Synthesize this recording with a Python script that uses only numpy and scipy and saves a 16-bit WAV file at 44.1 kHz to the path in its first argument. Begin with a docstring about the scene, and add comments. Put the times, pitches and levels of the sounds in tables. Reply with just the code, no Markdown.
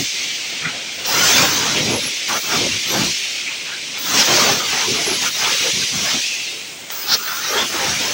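"""In a factory hall, a pneumatic bottle filler cycles about every three seconds, heard by a moving phone.
Exhaust air hisses broadly and fine port jets sizzle: both are noise built as random spectra with watery patches.
Cylinder strokes add rush and rumble round shifting resonances; short puffs of noise sing in cavities.
Throttles whistle as wavering sines and valve spools snap as filtered ticks.
Steady leaks and distant machines lie behind; the phone colours, suppresses and limits the sum."""
import sys
import numpy as np
from scipy import signal
from scipy.fft import rfft, irfft, next_fast_len
from scipy.io import wavfile
from scipy.ndimage import uniform_filter1d

SR = 44100
rng = np.random.default_rng(int(sys.argv[2]) if len(sys.argv) > 2 else 0)


def bounce(signal):
    """Save signal as a 16-bit WAV file at the path given by the first command-line argument."""
    frames = np.transpose(np.atleast_2d(signal))
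    limited = np.clip(frames, -1, 1)
    pcm = np.round(limited * 32767).astype(np.int16)
    wavfile.write(sys.argv[1], SR, pcm)


N = 358533  # samples
CONTROL_S = np.arange(0, N / SR + .1, .002)  # time grid of the slow level curves

# Air escaping from the exhausts.
# Each row: time in seconds, level in dB, brightness in dB per octave.
EXHAUST = [(0.0, -20, .5), (0.6, -24.5, -5), (1.04, -27, -4), (1.06, -20, 4.5), (1.27, -11, 3.5),
           (1.43, -10.5, .5), (1.48, -16, 1.5), (1.86, -19, -.2), (2.26, -22.5, -3), (2.29, -19, -0.5),
           (2.38, -19.5, 3), (2.4, -24.5, 2.5), (2.56, -15.5, -.5), (2.8, -21, -1), (3.01, -17, .7),
           (3.55, -25.5, -4.5), (3.96, -27, -3.5), (4.07, -22, 3.5), (4.2, -8.5, 3.5), (4.24, -14.5, 0.5),
           (4.39, -11, 2), (4.64, -20.5, 0), (4.73, -17, 0.1), (5.14, -19.5, 1.1), (5.28, -17.5, 2),
           (5.3, -23.5, 1.5), (5.43, -16.5, .1), (5.62, -16, -0.7), (5.93, -20, 1.5), (6.11, -17, 1.8),
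           (6.5, -25.5, -2), (6.73, -33.5, -4.5), (6.89, -35.5, -10), (6.91, -28.5, 4), (7.04, -29.5, 3),
           (7.14, -21, 3), (7.19, -26.5, 0), (7.38, -25.5, 4), (7.61, -20.5, 0), (7.7, -23.5, 3.5),
           (7.83, -18.5, 1.7), (8.13, -21, 1.9)]
# How much of the finest hiss reaches the moving phone.
# Each row: time in seconds, gain in dB.
TREBLE_REACH = [(0.0, -4), (.9, -3), (1.7, -0.5), (2.9, 0.5), (4.2, -2.5), (5.5, 4), (6.3, -1), (6.85, 4.5),
                (7.0, -7), (7.5, 1.5), (8.13, 2)]


def hiss():
    """Jet noise of the exhausts: its spectrum tips about 4 kHz as the pressure changes."""
    # Each row: frequency in Hz, relative density in dB per Hz.
    colour = [(900, -35.5), (1750, -12.5), (2200, -2), (3200, -1), (4500, -3), (6200, -1), (7200, -11),
              (8600, -18), (9500, -32), (13000, -50), (16000, -36)]

    def shape_db(hz, t):
        brightness = follow(EXHAUST, t)[1]
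        octaves = np.log2(np.clip(hz, 2300, 6200) / 4000)
        return read(colour, hz) + brightness * octaves

    return patchy_noise(shape_db, lambda t: follow(EXHAUST, t)[0], (2000, 7000), frame=1024,
                        patch_hz=90, patch_s=.045, flicker_db=0.61, depth=patch_depth)


def sizzle():
    """Jet noise scales up in frequency as the opening narrows: fine ports give a high peak and a fizz below."""
    # Each row of both: frequency in Hz, relative density in dB per Hz.
    peak_colour = [(12500, -36), (13900, -12), (14600, -11), (15300, -4), (16000, 4)]
    fizz_colour = [(7000, -28), (8500, 0), (9500, 0.5), (11500, -5), (13200, -10), (15000, -14)]
    peak = patchy_noise(lambda hz, t: read(peak_colour, hz), jets, (14200, 15700),
                        frame=256, patch_hz=400, patch_s=.025, flicker_db=0.5, depth=patch_depth)
    fizz = patchy_noise(lambda hz, t: read(fizz_colour, hz), fizzing, (9300, 10900),
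                        frame=512, patch_hz=200, patch_s=0.021, flicker_db=1.3, depth=patch_depth)
    return peak + fizz


def jets(t):
    """Level in dB of flow through a valve port: quick opening, slow sag, quick shutting, trapped air bleeding."""
    # Valve ports opening near the phone. Each row: start in seconds, time open in seconds,
    # level of the fine jet in dB, level of its after-bleed relative to that in dB.
    ports = [(-.1, .13, -35, -12), (.12, .42, -48, -10), (.91, .13, -46, -10), (1.054, .49, -26.5, -11),
             (2.275, 0.29, -33.5, -11), (2.85, .22, -39, -7), (3.974, .57, -30, -5), (5.205, .45, -38, -5),
             (5.94, 0.19, -39, -5), (6.9035, 0.48, -30, -3), (7.682, .2, -42, -5), (8.0, .2, -38, -8)]
    rise_s, sag_db_per_s, shut_db_per_s = 0.016, 1, 220
    tail_db_per_s, steady_leak_db = 13, -53
    start, open_s, db, tail_db = np.transpose(ports)[:, :, None]
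    age = CONTROL_S - start
    shut = np.maximum(age - open_s, 0)
    opening_db = 20 * np.log10(np.clip(age / rise_s, 1e-4, 1))
    flow_db = db - sag_db_per_s * np.minimum(age, open_s) + opening_db
    closing_db = power_sum(-shut_db_per_s * shut, tail_db - tail_db_per_s * shut)
    leak_db = steady_leak_db + follow(TREBLE_REACH, CONTROL_S)[0]
    return np.interp(t, CONTROL_S, power_sum(leak_db, *(flow_db + closing_db)))


def fizzing(t):
    """Powers of unrelated flows add: fizz in dB follows the exhaust air, more when it is bright, and the jets."""
    level_db, brightness = follow(EXHAUST, t)
    exhaust_db = -43 + 0.65 * (level_db + 16) + brightness
    jet_db = jets(t) - 21
    return power_sum(exhaust_db, jet_db) + follow(TREBLE_REACH, t)[0]


def patch_depth(t):
    """Watery patchiness left by the phone's noise suppression: a depth factor that grows while near valves sizzle."""
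    slow_jet_db = uniform_filter1d(jets(t), size=40)
    return np.clip(1.05 + 0.028 * (slow_jet_db + 40), .3, 2.2)


def rush():
    """Cavity resonance: hose and cylinder air gathers round a centre that each stroke shifts."""
    # Each row: ratio to the centre frequency, relative density in dB per Hz.
    resonance = [(.3, -17), (.6, -4), (.85, -2), (1.01, -1), (1.2, 0.5), (1.7, -3.5), (3, -14), (9, -60)]
    flow = strokes(column=4, share=1, sag=0.066, idle_db=-45.5, idle_hz=1200)
    return patchy_noise(lambda hz, t: read(resonance, hz / follow(flow, t)[1]),
                        lambda t: follow(flow, t)[0], (600, 1800), frame=1024,
                        patch_hz=90, patch_s=.04, flicker_db=0.24, depth=patch_depth)


def rumble():
    """Structural resonance: the frame vibrates as noise and each stroke favours another panel."""
    # Each row: ratio to the centre frequency, relative density in dB per Hz.
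    resonance = [(.25, -11), (.6, -4.5), (1.01, -3), (1.5, -4), (2.5, -10), (5, -34), (15, -60)]
    shake = strokes(column=6, share=1.037, sag=0.36, idle_db=-47.5, idle_hz=294)
    return patchy_noise(lambda hz, t: read(resonance, hz / follow(shake, t)[1]),
                        lambda t: follow(shake, t)[0], (70, 550), frame=2048,
                        patch_hz=60, patch_s=.05, flicker_db=0.33, depth=lambda t: .9)


def strokes(column, share, sag, idle_db, idle_hz):
    """Power-weighted resonance: strokes rise, hold and fall, and the loudest sets the centre.

    Returns rows of time (s), level (dB), centre (Hz); share scales the hold, sag is the
    drop of the centre in octaves over a fall."""
    # Cylinder strokes. Each row: start, rise, hold and fall in seconds, rush level in dB,
    # rush centre in Hz, rumble level in dB, rumble centre in Hz.
    cylinders = [(-.1, 0.042, 0.065, 0.063, -39, 680, -21, 170),
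                 (0.176, 0.03, 0.035, .15, -52, 870, -39, 270),
                 (.44, 0.092, .05, 0.091, -49, 1500, -39.5, 380),
                 (0.562, 0.065, .03, 0.46, -33.5, 1350, -34, 257),
                 (.9, .08, 0.034, .1, -44, 1300, -37, 236), (0.988, 0.16, .17, .12, -19, 1200, -24.5, 370),
                 (1.293, 0.067, 0.083, 0.25, -17.5, 1050, -21.5, 244),
                 (1.423, 0.1, 0.2, 0.19, -25, 1200, -27.5, 326),
                 (1.69, 0.077, 0.083, 0.18, -33, 694, -22.5, 283),
                 (1.801, 0.099, 0.058, 0.089, -28.5, 720, -19.5, 271),
                 (1.99, 0.044, 0.05, 0.044, -35.5, 1200, -31.5, 204),
                 (2.269, 0.031, 0.073, 0.054, -22.5, 1170, -29, 420),
                 (2.392, 0.13, 0.026, .13, -22, 1030, -27.5, 400),
                 (2.496, 0.073, 0.093, .06, -33, 705, -22.5, 262),
                 (2.669, 0.022, 0.062, 0.087, -37.5, 1540, -30, 140),
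                 (2.826, 0.12, 0.071, 0.12, -23, 890, -21, 242),
                 (3.011, 0.029, 0.043, 0.059, -48, 900, -24.5, 175),
                 (3.43, 0.055, .03, .1, -38, 1620, -58, 350),
                 (3.6, 0.073, 0.051, 0.091, -36.5, 1490, -60, 330),
                 (3.933, 0.23, .06, .1, -19.5, 1170, -24.5, 300),
                 (4.235, 0.046, 0.21, 0.32, -18.5, 1020, -21.5, 344),
                 (4.624, .11, 0.1, 0.041, -24.5, 1250, -33, 393),
                 (4.83, 0.055, 0.042, 0.055, -37, 1050, -27, 250),
                 (4.912, 0.034, 0.073, 0.12, -30.5, 1087, -30.5, 350),
                 (5.014, 0.055, 0.058, 0.12, -29.5, 1260, -27, 343),
                 (5.164, 0.066, 0.03, 0.11, -26, 1350, -32, 184),
                 (5.266, 0.16, .06, 0.21, -24, 1400, -33.5, 289),
                 (5.559, 0.054, 0.076, 0.066, -31, 1317, -32, 410),
                 (5.705, .04, 0.099, 0.022, -40, 1190, -31, 154),
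                 (5.891, 0.05, 0.092, 0.065, -33.5, 1200, -29.5, 167),
                 (5.993, 0.07, .05, .14, -25.5, 1120, -39, 324),
                 (6.103, 0.044, 0.019, 0.077, -41, 1300, -27, 300),
                 (6.886, 0.021, 0.1, .1, -36.5, 1340, -51, 244),
                 (6.996, .13, 0.029, 0.041, -23.5, 1250, -30.5, 456),
                 (7.15, 0.14, 0.3, 0.14, -29, 1300, -48, 290),
                 (7.413, 0.16, 0.055, 0.068, -21.5, 1200, -30, 427),
                 (7.622, 0.13, 0.093, .1, -25.5, 1370, -30.5, 376),
                 (7.805, 0.063, 0.051, 0.17, -24.5, 1040, -28.5, 164),
                 (7.945, 0.058, 0.16, .1, -29.5, 1400, -31.5, 336)]
    range_db = 25  # climb in a rise, drop in a fall
    rows = np.transpose(cylinders)[:, :, None]
    start, rise, hold, fall = rows[:4]
    age = CONTROL_S - start
    fallen = np.maximum(age - rise - share * hold, 0) / fall
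    below = np.maximum(rise - age, 0) / rise + fallen
    power = gain_of(rows[column] - range_db * below) ** 2 * (age > 0)
    idle_power = gain_of(idle_db) ** 2
    total = power.sum(axis=0) + idle_power
    octaves = np.log2(rows[column + 1]) - sag * np.minimum(fallen, 1)
    centre = ((power * octaves).sum(axis=0) + idle_power * np.log2(idle_hz)) / total
    return np.transpose([CONTROL_S, 10 * np.log10(total), 2 ** centre])


def puffs():
    """Noise-driven cavity resonance: narrow noise on a carrier that climbs and drifts, swelling and shutting off."""
    # Each row: start in seconds, length in seconds, share of the length spent rising,
    # centre in Hz, width in Hz, level at the top of the swell in dB.
    cavities = [(.635, 0.081, 0.44, 224, 120, -29.5), (0.63, 0.15, 0.13, 1400, 300, -30.5),
                (0.642, 0.1, 0.12, 2128, 550, -25), (0.711, 0.09, 0.49, 623, 218, -36),
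                (1.74, 0.11, 0.28, 2656, 1200, -21.5), (2.29, 0.13, .4, 3280, 252, -32),
                (2.69, .08, .4, 2700, 200, -27.5), (2.86, .1, .4, 12300, 600, -44),
                (3.452, 0.065, 0.47, 2310, 450, -24), (3.681, 0.13, 0.43, 1505, 240, -33),
                (5.8, 0.046, .4, 1620, 141, -30), (4.79, 0.12, .45, 970, 200, -31),
                (4.797, .3, 0.33, 414, 90, -32), (5.051, 0.081, 0.35, 365, 110, -27),
                (5.234, 0.091, .45, 1380, 260, -30), (5.43, 0.081, 0.36, 1010, 200, -32),
                (5.501, 0.071, 0.4, 516, 120, -30.5), (5.6, 0.12, 0.6, 488, 96, -32),
                (6.2, 0.56, 0.083, 2680, 250, -28.5), (6.927, 0.68, 0.55, 1338, 275, -32.5),
                (6.982, 0.096, 0.37, 4900, 250, -33), (7.05, .12, 0.8, 4600, 1940, -13.5),
                (7.241, .089, 0.49, 1640, 290, -31), (7.41, 0.11, .45, 3884, 300, -28),
                (7.442, .09, 0.71, 5650, 250, -27), (7.45, 0.24, 0.27, 12300, 900, -39),
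                (7.46, 0.179, 0.53, 460, 130, -26.5), (7.518, 0.19, .4, 3400, 300, -23.5),
                (7.548, 0.096, 0.37, 5360, 370, -30), (7.6, 0.075, 0.59, 200, 102, -36),
                (7.924, 0.12, .42, 2440, 200, -28)]
    climb, wander, wander_s = .04, .025, .05  # shares of the centre; pace of the drift
    out = np.zeros(N)
    for s, length, rise, hz, width, level_db in cavities:
        t = np.arange(0, length, 1 / SR)
        a, b, drift = rng.standard_normal((3, SR))
        # Low-passed complex noise, moved up by the carrier, becomes a band of the full width.
        lowpass = signal.butter(3, width / 2, fs=SR, output="sos")
        noise = evened(signal.sosfilt(lowpass, a)) + 1j * evened(signal.sosfilt(lowpass, b))
        drift = uniform_filter1d(drift, round(wander_s * SR))
        drift = evened(uniform_filter1d(drift, size=800))
        centre = hz * (1 + climb * (t / length - .5) + wander * drift[:len(t)])
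        carrier = np.exp(2j * np.pi * np.cumsum(centre) / SR)
        sung = (noise[-len(t):] * carrier).real
        swell = np.interp(t / length, [0, np.clip(rise, .05, .95), 1], [0, 1, 0]) ** 1.5
        out[round(s * SR):][:len(t)] += gain_of(level_db) * swell * sung
    return out


def whistles():
    """Edge tones of air in the throttles: a sine that sags, sputters and wavers."""
    # Each row: start in seconds, length in seconds, mean pitch in Hz, starting level in dB,
    # change of level over the length in dB.
    throttles = [(1.84, .04, 11330, -50, -9), (1.89, .105, 11200, -39.5, 4), (1.991, 0.11, 11185, -42, 6),
                 (2.875, .035, 12430, -46, .1), (2.897, 0.15, 11880, -33, -22),
                 (2.9, 0.068, 12150, -42, -8), (4.95, 0.081, 11100, -44, -1.1),
                 (5.047, 0.13, 11190, -35.5, .1), (8.033, .09, 11120, -52, 8)]
    sag_hz_per_s, waver_hz, sputter_db = 230, 12, 3.9
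    out = np.zeros(N)
    for s, length, hz, level_db, change_db in throttles:
        t = np.arange(0, length, 1 / SR)
        slow = uniform_filter1d(rng.standard_normal((2, SR)), size=500)
        waver, sputter = evened(slow, axis=1)[:, :len(t)]
        pitch = hz - sag_hz_per_s * (t - length / 2) + waver_hz * waver
        tone = np.sqrt(2) * np.sin(2 * np.pi * np.cumsum(pitch) / SR)
        gain = gain_of(level_db + change_db * t / length + sputter_db * sputter)
        whistle = gain * tone * signal.windows.tukey(len(t), .3)
        part = out[round(s * SR):][:len(t)]
        part += whistle[:len(part)]
    return out


def snaps():
    """Impact excitation: each valve spool snaps over with a sharp broad tick and a little rattle behind it."""
    # Each row: time in seconds, peak level in dB.
    spools = [(1.054, -15), (2.282, -19), (3.974, -20), (6.9035, -11)]
    out, t = np.zeros(N), np.arange(400) / SR
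    band = signal.butter(3, [300, 7000], "band", fs=SR)
    for s, peak_db in spools:
        rattle = 0.16 * rng.standard_normal(len(t)) * np.exp(-t / 0.0013)
        crack = signal.lfilter(*band, (t == 0) + rattle)
        out[round(s * SR):][:len(t)] += gain_of(peak_db) * crack / abs(crack).max()
    return out


def hall():
    """Many distant sources sum to steady noise: leaks and machines in the hall, far and even."""
    # Each row: frequency in Hz, relative density in dB per Hz.
    colour = [(60, -19), (130, -1), (400, 4), (800, -1), (1500, -17), (1900, -18), (2600, -6.5), (6500, 1),
              (7400, 0), (9000, -2.5), (9500, -54), (13500, -36), (15000, -16), (16000, -16)]
    return patchy_noise(lambda hz, t: read(colour, hz), lambda t: -36.5, (50, 16000), frame=1024,
                        patch_hz=300, patch_s=0.089, flicker_db=.2, depth=lambda t: .25)


def patchy_noise(shape_db, level_db, band, frame, patch_hz, patch_s, flicker_db, depth):
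    """Noise as random short-time spectra: suppression leaves watery patches in time and frequency.

    level_db sets the power inside band (Hz); a flicker shakes all bins together."""
    # Each row: frequency in Hz, depth of the watery patches in dB where the depth factor is 1.
    patchy = [(100, 1), (500, 5), (1500, 2), (4000, 2.5), (9000, 2.5), (15000, 1.5)]
    hop = frame // 4
    t = np.arange(N // hop + 5) * hop / SR
    hz = np.fft.rfftfreq(frame, 1 / SR)[:, None]
    a, b, patches = rng.standard_normal((len(t), len(hz), 3)).T
    for _ in range(2):
        patches = uniform_filter1d(patches, max(1, round(patch_hz * frame / SR)), axis=0)
        patches = uniform_filter1d(patches, max(1, round(patch_s * SR / hop)), axis=1)
    flicker = evened(uniform_filter1d(rng.standard_normal(len(t)), size=3))
    shape = gain_of(shape_db(hz, t) + 0 * t)
    inside = (hz[:, 0] > band[0]) & (hz[:, 0] < band[1])
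    shape = shape / np.sqrt((shape[inside] ** 2).sum(axis=0))  # unit power in the band at every moment
    patch_db = read(patchy, hz) * depth(t)
    mean_db = patch_db ** 2 * np.log(10) / 20  # taken off so that patches keep the mean power
    chance = gain_of(patch_db * evened(patches) + flicker_db * flicker - mean_db)
    z = (a + 1j * b) * shape * chance * np.sqrt(2) / 2
    noise = signal.istft(z, nperseg=frame, noverlap=frame - hop)[1][:N]
    return gain_of(level_db(np.arange(N) / SR)) * noise


def suppress(x, share, floor_db):
    """Spectral subtraction by the phone: takes a share of each bin's slow mean power, down to a floor."""
    z = signal.stft(x, nperseg=1024, noverlap=896)[2]
    power = abs(uniform_filter1d(abs(z) ** 2, size=7, axis=-1)) + 1e-20
    steady = uniform_filter1d(power, size=170, axis=-1)
    steady = uniform_filter1d(steady, size=5, axis=-2)
    kept = np.maximum(1 - share * steady / power, gain_of(2 * floor_db))  # power ratio
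    return signal.istft(z * np.sqrt(kept) * gain_of(hush(z)), nperseg=1024, noverlap=896)[1][:N]


def hush(z):
    """Release overshoot of the suppressor: dB gain that dips the low bins below a slowly falling peak."""
    below_hz, memory_db_per_s = 1500, 70
    from_db, slope, most_db = 8, 1.2, 8
    low = np.fft.rfftfreq(1024, 1 / SR) < below_hz
    low_power = (abs(z[low]) ** 2).sum(axis=0)
    now_db = 10 * np.log10(uniform_filter1d(low_power, size=5) + 1e-20)
    fall_db = np.arange(len(now_db)) * 128 / SR * memory_db_per_s
    peak_db = np.maximum.accumulate(now_db + fall_db) - fall_db
    under_db = peak_db - now_db
    cut_db = np.clip(slope * (under_db - from_db), 0, most_db)
    return -np.outer(low, uniform_filter1d(cut_db, size=5))


def gain_of(db):
    """Logarithmic level: decibels to amplitude."""
    return 10 ** (np.asarray(db) / 20)


def power_sum(*levels_db):
    """Incoherent addition: level of several unrelated sounds together."""
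    return 10 * np.log10(sum(gain_of(db) ** 2 for db in levels_db))


def evened(x, axis=None):
    """Energy normalization: scales to rms 1."""
    return x / np.sqrt(np.mean(x ** 2, axis=axis, keepdims=True) + 1e-20)


def read(points, hz):
    """Logarithmic frequency scale: interpolates a spectrum along it."""
    f, value = np.transpose(points)
    return np.interp(np.log(hz + 1e-3), np.log(f), value)


def follow(rows, t):
    """Linear interpolation: reads every column of a curve at the times t."""
    s, *columns = np.transpose(rows)
    return [np.interp(t, s, c) for c in columns]


def scene():
    """Superposition: the pressures of all sources add at one microphone."""
    air = hall() + hiss() + sizzle() + rush()
    machine = rumble() + puffs() + whistles() + snaps()
    return np.tile(air + machine, (2, 1))


def record(dry):
    """Transducer chain: a small microphone with weak deep bass, suppressor, soft overload, then a band limit."""
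    # Each row: frequency in Hz, gain in dB.
    response = [(20, -15), (60, -6.5), (110, 3), (150, 2), (16000, 2.5)]
    edge_hz = 15800
    size = next_fast_len(N)
    gain = gain_of(read(response, np.fft.rfftfreq(size, 1 / SR)))
    coloured = irfft(rfft(dry[0], size) * gain, size)[:N]
    cleaned = gain_of(1.5) * suppress(coloured, share=0.53, floor_db=-0.5)
    limited = .85 * np.tanh(cleaned / .85)
    lowpass = signal.firwin(1023, edge_hz, window=("kaiser", 9), fs=SR)
    out = signal.oaconvolve(limited, lowpass, "same")
    return np.tile(out, (2, 1))


dry = scene()
out = record(dry)
bounce(out)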